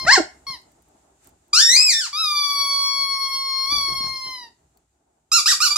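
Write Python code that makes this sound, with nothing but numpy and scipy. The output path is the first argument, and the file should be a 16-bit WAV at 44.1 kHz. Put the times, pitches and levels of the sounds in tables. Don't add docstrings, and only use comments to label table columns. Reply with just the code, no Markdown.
import sys
import numpy as np
from scipy import signal
from scipy.fft import rfft, irfft, next_fast_len
from scipy.io import wavfile
from scipy.ndimage import uniform_filter1d

SR = 44100
rng = np.random.default_rng(int(sys.argv[2]) if len(sys.argv) > 2 else 0)


def attenuation_scalar(level_db):
    decades = np.asarray(level_db, float) / 20
    return 10 ** decades


def to_wav(s):
    ch = np.atleast_2d(s).T
    pcm = np.round(np.clip(ch, -1, 1) * 32767)
    wavfile.write(sys.argv[1], SR, pcm.astype(np.int16))


N = 254456

# (time [s], hiss level [dB])
HUSH = [(0, -60), (.6, -66), (1.15, -68.5), (4.5, -69), (5.0, -76.5), (5.77, -74)]
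STRAINED_SCATTER = .0015


def colour(table, hz, axis=1):
    points = np.transpose(table)
    return np.interp(np.log(np.maximum(hz, 1)), np.log(points[0]), points[axis])


def shaped(x, table):
    size = next_fast_len(x.shape[-1])
    hz = np.arange(size // 2 + 1) * SR / size
    return irfft(rfft(x, size) * attenuation_scalar(colour(table, hz)), size)[..., :x.shape[-1]]


def unit(x):
    return x / np.sqrt(np.mean(x ** 2))


def band(lo_hz, hi_hz, channels=1):
    edges = signal.butter(3, [lo_hz, hi_hz], "band", fs=SR, output="sos")
    return unit(signal.sosfilt(edges, rng.standard_normal((channels, N))))


def walk(rate):
    k = int(SR / rate)
    steps = np.repeat(rng.standard_normal(N // k + 1), k)
    return unit(uniform_filter1d(uniform_filter1d(steps, k), k)[:N])


def bumps(t, table):
    return sum(db * np.exp(-((t - at) / width) ** 2) for at, db, width in table)


def hiss():
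    # (frequency [Hz], density [dB per Hz])
    hiss_curve = [(800, -24), (1300, -5.5), (2200, -9.5), (4300, -11.5), (5600, -11), (7200, -1),
                  (8800, -8.5), (10500, -16), (13000, -21), (15800, -25)]
    t = np.arange(N) / SR
    sniff_db = bumps(t, [(1.26, 9.5, 0.0488)])
    db = np.interp(t, *np.transpose(HUSH)) + sniff_db
    return unit(shaped(rng.standard_normal((2, N)), hiss_curve)) * attenuation_scalar(db + 0.7 * walk(18))


def stirring(t):
    # (time [s], peak above rest [dB], fade [dB per s])
    paws = [(.06, 21, 88), (0.479, 8, 48.5), (1.28, 7, 57), (1.73, -1, 40), (2.76, -0.5, 30),
            (3.25, 2.5, 20), (3.735, 25, 104), (3.92, 27.5, 118), (4.079, 21, 95), (4.27, 12.5, 120),
            (4.65, 8, 92), (5.5, 12, 0)]
    rise_db_per_s = 307
    shifts = [db - np.where(t < at, rise_db_per_s, fade) * abs(t - at) for at, db, fade in paws]
    return np.max(shifts, axis=0).clip(0)


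def rustle():
    t = np.arange(N) / SR
    rest_db, stir_db = np.interp(t, *np.transpose(HUSH)), stirring(t)
    thud_db = rest_db - 2.5 + stir_db
    cloth_db = rest_db - 2 + 0.83 * stir_db
    thud = band(48, 74) + 0.82 * band(67, 180) + 0.25 * band(50, 170, channels=2)
    cloth = band(220, 420) + 0.14 * band(240, 420, channels=2)
    cloth = cloth + 1.2 * band(590, 900, channels=2) + 0.73 * band(300, 1300, channels=2)
    return thud * attenuation_scalar(thud_db + 0.73 * walk(10)) + cloth * attenuation_scalar(cloth_db + 3.5 * walk(35))


def ticks():
    # (time [s], level [dB], pitch [Hz], left minus right [dB])
    fibres = [(0.616, -57, 8740, 9), (0.718, -55.5, 8570, 4.5), (0.822, -56, 8770, 9),
              (0.8847, -59, 8810, -1), (1.2441, -52, 8110, -1.5), (1.272, -42.5, 8500, -7.5),
              (1.291, -51, 8780, -2.5), (1.481, -59, 8310, -0.5), (4.7725, -53, 4400, 4),
              (4.773, -55, 7620, 3)]
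    out, u = np.zeros((2, N)), np.arange(1500) / SR
    for at, db, hz, pan_db in fibres:
        click = np.diff(rng.standard_normal(len(u) + 1))
        ring = (0.81 * np.sin(2 * np.pi * hz * u) + 0.83 * click) * attenuation_scalar(-60 * u / 0.021)
        i = int(at * SR)
        out[:, i:i + len(u)] += attenuation_scalar(db - 3.5 + np.array([[pan_db], [-pan_db]]) / 2) * ring
    return out


def scuffs():
    # (time [s], level [dB], pitch of the bump [Hz])
    scrapes = [(0.049, -30, 155), (0.499, -40, 149), (3.722, -34.5, 296), (3.769, -54, 161),
               (3.883, -37, 361), (3.927, -43, 172), (4.005, -36, 222), (4.039, -36, 140),
               (4.064, -35, 140), (4.099, -52, 200), (4.266, -42.5, 142)]
    out, u = np.zeros((2, N)), np.arange(1500) / SR
    swell = u / 0.0045 * np.exp(1 - u / 0.0032)
    for at, db, hz in scrapes:
        edges = signal.butter(3, [0.77 * hz, 2200], "band", fs=SR, output="sos")
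        grit = signal.sosfilt(edges, rng.standard_normal(len(u)))
        puff = np.sin(2 * np.pi * hz * u) + 1.1 * grit
        i = int(at * SR)
        out[:, i:i + len(u)] += attenuation_scalar(db + 2) * puff * swell
    return out


def room(x, sent, wet_db, near_db):
    # (frequency [Hz], time to fall 60 dB [s])
    decay = [(300, 0.072), (900, 0.27), (3000, 0.32), (5000, 0.17), (9000, 0.27), (14000, 0.15)]
    t = np.arange(int(.5 * SR)) / SR
    tail = 0
    for hz in 250 * 2. ** np.arange(7):
        octave = [hz / np.sqrt(2), min(hz * np.sqrt(2), .45 * SR)]
        edge = signal.butter(2, octave, "band", fs=SR, output="sos")
        grain = signal.sosfilt(edge, rng.standard_normal((2, len(t))))
        tail = tail + grain * attenuation_scalar(-60 * t / colour(decay, hz))
    tail = tail * np.clip((t - .003) / 0.012, 0, 1)
    tail = tail / np.sqrt((tail ** 2).sum(1, keepdims=True))
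    sparse = rng.standard_normal((2, len(t))) * (rng.random((2, len(t))) < .04)
    early = sparse * (t > .0006) * attenuation_scalar(-60 * t / 0.061)
    # (frequency [Hz], level [dB])
    echo_colour = [(300, 0.5), (1500, -4.5), (2600, -1.5), (3300, 3), (4300, -1.0), (9000, 4.5)]
    paths = shaped(attenuation_scalar(wet_db) * tail + attenuation_scalar(near_db) * early, echo_colour)
    direct = np.array([np.roll(x[0], 2), x[1]])
    return direct + signal.fftconvolve(sent.mean(0)[None], paths, axes=1)[:, :N]


def voice(calls, body, count, low, high, edge_s, slur_s, jitter, flutter_db, pan_db, air_db):
    # (frequency [Hz], level re body colour [dB])
    fold_air = [(2800, -14), (4600, -7), (10000, 3)]
    # (time [s], level [dB], half width [s])
    low_swells = [
        (0.099, 5, 0.014),
        (.135, -4, .014),
    ]
    # (time [s], depth [dB], half
    # width [s])
    wavers = [(2.299, 9, 0.0046), (2.337, 6.5, 0.022), (2.473, 6, .015), (2.539, 8, 0.021),
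              (2.69, 3.5, 0.013), (2.77, 1.5, 0.037), (2.87, -3, 0.053), (2.96, -2.5, 0.039),
              (3.049, 2, 0.019), (3.19, 6, 0.013), (3.295, 7, 0.015), (3.365, -3.5, 0.026),
              (3.44, 3.5, 0.0083), (3.666, 9, 0.0039), (3.866, 3, 0.006), (3.912, 7.5, 0.0076),
              (3.945, 11.5, 0.00768), (3.974, -1, 0.017), (4.15, 13, 0.0047), (4.195, 2, 0.033)]
    usual_db = -22
    t = np.arange(N) / SR
    s, *columns = np.vstack(calls).T
    hz, effort_db = (uniform_filter1d(np.interp(t, s, c), int(slur_s * SR) + 1) for c in columns)
    low_db, high_db = (db + slope * (effort_db - usual_db) for db, slope in (low, high))
    low_db = low_db + bumps(t, low_swells)
    mid_db = -bumps(t, wavers)
    on = sum((t >= c[0][0] - .001) & (t < c[-1][0] + .002) for c in calls) > 0
    gate = uniform_filter1d(1. * on, int(edge_s * SR) + 1) ** 2
    phase = 2 * np.pi * np.cumsum(hz * (1 + jitter * walk(150))) / SR

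    live = np.flatnonzero(gate > 0)
    slow = live[::16]
    k = np.arange(1, count + 1)[:, None]
    f = k * hz[slow]
    gain = attenuation_scalar(colour(body, f)) * (f < 16000)
    under, over = np.clip((3250 - f) / 500, 0, 1), np.clip((f - 6400) / 500, 0, 1)
    size = 0
    for zone, db in ((under, low_db), (1 - under - over, mid_db), (over, high_db)):
        zone_rms = np.sqrt((zone ** 2 * gain ** 2).sum(0) / 2 + 1e-9)
        size = size + zone * gain * attenuation_scalar(db[slow]) / zone_rms

    breath = unit(shaped(shaped(rng.standard_normal((2, N)), body), fold_air))
    out = breath * (1 + .5 * np.cos(phase)) * attenuation_scalar(air_db)
    waves = np.sin(k * phase[live] + 1.4 * k ** 2)
    for port, side in enumerate((.5, -.5)):
        chance = rng.standard_normal((count, N // 16 + 1))
        sway = uniform_filter1d(chance, 160, axis=1)[:, slow // 16] * np.sqrt(160 * f / 5000)
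        heard = size * attenuation_scalar(side * (colour(body, f, axis=2) + pan_db) + flutter_db * sway)
        out[port, live] += (np.repeat(heard, 16, axis=1)[:, :len(live)] * waves).sum(0)
    return out * gate * attenuation_scalar(effort_db)


def grunt():
    # (time [s], pitch [Hz], level [dB])
    drop_off = [
        (0.179, 401, -4.5),
        (0.19, 351.8, -17.5),
        (0.205, 308, -13.5),
        (0.223, 290, -51.5),
    ]
    s, hz, db = np.transpose(drop_off)
    t = np.arange(N) / SR
    phase = 2 * np.pi * np.cumsum(np.interp(t, s, hz)) / SR
    gate = uniform_filter1d(1. * ((t > s[0]) & (t < s[-1])), 300)
    cycles = np.sin(phase) + attenuation_scalar(-2.5) * np.sin(2 * phase)
    return gate * attenuation_scalar(np.interp(t, s, db) - 3.5) * cycles


def yip():
    # (time [s], pitch [Hz], effort [dB])
    leap = [
        [(0.064, 597.7, -38.5), (0.082, 716, -23), (0.11, 923, -21), (0.124, 1045, -13), (0.138, 1106, -10.5),
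         (0.15, 1046, -17.5), (0.166, 800, -23.5), (0.176, 730, -30.5), (0.19, 680, -37)],
    ]
    # (frequency [Hz], level [dB], left minus right [dB])
    yap = [(503, 3.5, -6), (1060, -11.5, -10), (1650, 7.5, 3), (2280, -12.5, -3), (3400, -21, 4.5),
           (4360, -3.5, -1), (5460, -7.5, -7.5), (7500, -21, 3.5), (9486, -39.5, 4), (15540, -53, -1.5)]
    return voice(leap, yap, count=24, low=(7.5, -.6), high=(-12, -.3), edge_s=0.014, slur_s=.009,
                 jitter=STRAINED_SCATTER, flutter_db=3.5, pan_db=3.8, air_db=-38)


def yelps():
    # (start [s], length [s], crest pitch [Hz], width of the pitch hump [s], effort [dB])
    humps = [
        (5.318, .088, 1396, .032, -17.5),
        (5.459, 0.081, 1956, .022, -17.5),
        (5.604, .082, 1495, .024, -18.5),
        (5.705, .032, 1163, .08, -25.5),
        (5.759, 0.045, 1494, .025, -17.5),
    ]
    # (frequency [Hz], level [dB], left minus right [dB])
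    pressed = [(879.6, -9.5, -5), (1368, -9, -3.5), (2556, -12.5, 0), (3780, -8.5, 1.5), (4716, 7, -3),
               (5600, -2, -3), (6650, -9, 2.5), (8750, -23.5, 1), (11900, -25.5, -7), (15500, -45, 1)]
    rest_hz, crest_s, sag_hz_per_s = 1141, .036, 600
    u = np.linspace(0, 1, num=24)
    calls = []
    for start, length, crest_hz, width, db in humps:
        late = u * length - crest_s
        hz = rest_hz + (crest_hz - rest_hz) * np.exp(-(late / width) ** 2) - sag_hz_per_s * late
        calls.append(np.transpose([start + u * length, hz, db - 9 * u ** 4.5]))
    return voice(calls, pressed, count=14, low=(-6.5, -.15), high=(-8.5, -.1), edge_s=0.0025, slur_s=0.0025,
                 jitter=.005, flutter_db=2.32, pan_db=-2.5, air_db=-17.5)


def squeal():
    # (time [s], pitch [Hz], effort [dB])
    steps = [
        [(1.532, 1179, -14.5), (1.55, 1284, -18), (1.584, 1469, -15), (1.62, 1809, -16.5), (1.682, 1831, -16.5),
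         (1.755, 2140, -17), (1.765, 2419, -14.5), (1.82, 2580, -17.5)],
        [(1.82, 2562, -16), (1.86, 2575, -19), (1.893, 2392, -14.5), (1.908, 2138, -18.5), (1.934, 1804, -23.5),
         (2.0, 1793, -26.5), (2.014, 1576, -27), (2.054, 1347, -32), (2.085, 809.4, -41)],
    ]
    # (frequency [Hz], level [dB], left minus right [dB])
    strained = [(900, -2.5, -1.5), (1599, -0.5, -8.5), (2560, -3.5, -5.5), (3613, -11, 6), (4830, 3.5, 9),
                (5574, -3.5, 0.5), (7260, -11.5, 4.5), (9470, -26.5, -5), (12500, -31.5, -0.5),
                (15500, -52, 0.5)]
    return voice(steps, strained, count=16, low=(-8.5, -.15), high=(-9, -.1), edge_s=0.0047, slur_s=.007,
                 jitter=STRAINED_SCATTER, flutter_db=1.83, pan_db=1.0, air_db=-26)


def whines():
    # (time [s], pitch [Hz], effort [dB])
    glides = [
        [(0.0, 1058, -30), (0.044, 1059, -33.5), (0.058, 990, -35)],
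        [(0.468, 1091, -34), (0.492, 1090, -31), (0.53, 1042, -36.5), (0.552, 982, -38.5), (0.575, 851, -70)],
        [(2.13, 1134, -30.5), (2.158, 1199, -27), (2.2, 1327, -22.5), (2.27, 1217, -22.5), (2.33, 1183, -21.5),
         (2.45, 1151, -21), (2.62, 1122, -21.5), (3.0, 1107, -24.5), (3.36, 1081, -26)],
        [(3.36, 1081, -28), (3.64, 1074, -27), (3.695, 1101, -25.5), (3.728, 1171, -19.5), (3.8, 1123, -24),
         (3.9, 1090, -25), (4.13, 1065, -31.5), (4.33, 1035, -34.5), (4.43, 966, -43.5)],
        [(4.43, 951, -41), (4.49, 900, -63)],
    ]
    # (frequency [Hz], level [dB], left minus right [dB])
    body = [(800, -3, -6), (1200, -2, -9), (2260, -4.5, -3.5), (3280, -16.5, 1.5), (4400, -2.5, 6),
            (5520, -11.5, 3), (6480, -26, 4), (8500, -27.5, -5), (11160, -15.5, 7.5), (13300, -33, -4.5),
            (15500, -34.5, 0)]
    return voice(glides, body, count=17, low=(-7.5, -.3), high=(-17, .15), edge_s=0.003, slur_s=0.018,
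                 jitter=.0002, flutter_db=-0.1, pan_db=0.4, air_db=-54)


def scene():
    whine, high_cries, bark, low_note = whines(), squeal() + yelps(), yip(), grunt()
    direct = whine + high_cries + bark + low_note
    sent = attenuation_scalar(-5) * whine + high_cries + attenuation_scalar(-5) * bark + attenuation_scalar(-4.0) * low_note
    dog = room(direct, sent, wet_db=-4.5, near_db=-12.0)
    return dog + rustle() + ticks() + scuffs() + hiss()


def notched(x):
    size = next_fast_len(N)
    hz = np.arange(size // 2 + 1) * SR / size
    dip = 1 - 0.48 * np.exp(-((hz - 3210) / 57) ** 2)
    return irfft(rfft(x, size) * dip, size)[:, :N]


def top_cut(x):
    return signal.sosfilt(signal.butter(12, 16660, fs=SR, output="sos"), x)


def record(dry):
    soft = np.tanh(notched(dry) / 1.8) * 1.8
    treble = signal.sosfilt(signal.butter(2, 5500, "high", fs=SR, output="sos"), soft)
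    fold_hz = 48000 - 44100
    images = attenuation_scalar(-22) * treble * np.cos(2 * np.pi * fold_hz * np.arange(N) / SR)
    top = signal.butter(8, 15700, fs=SR, output="sos")
    return top_cut(signal.sosfilt(top, soft + images))


dry = scene()
out = record(dry)
to_wav(out)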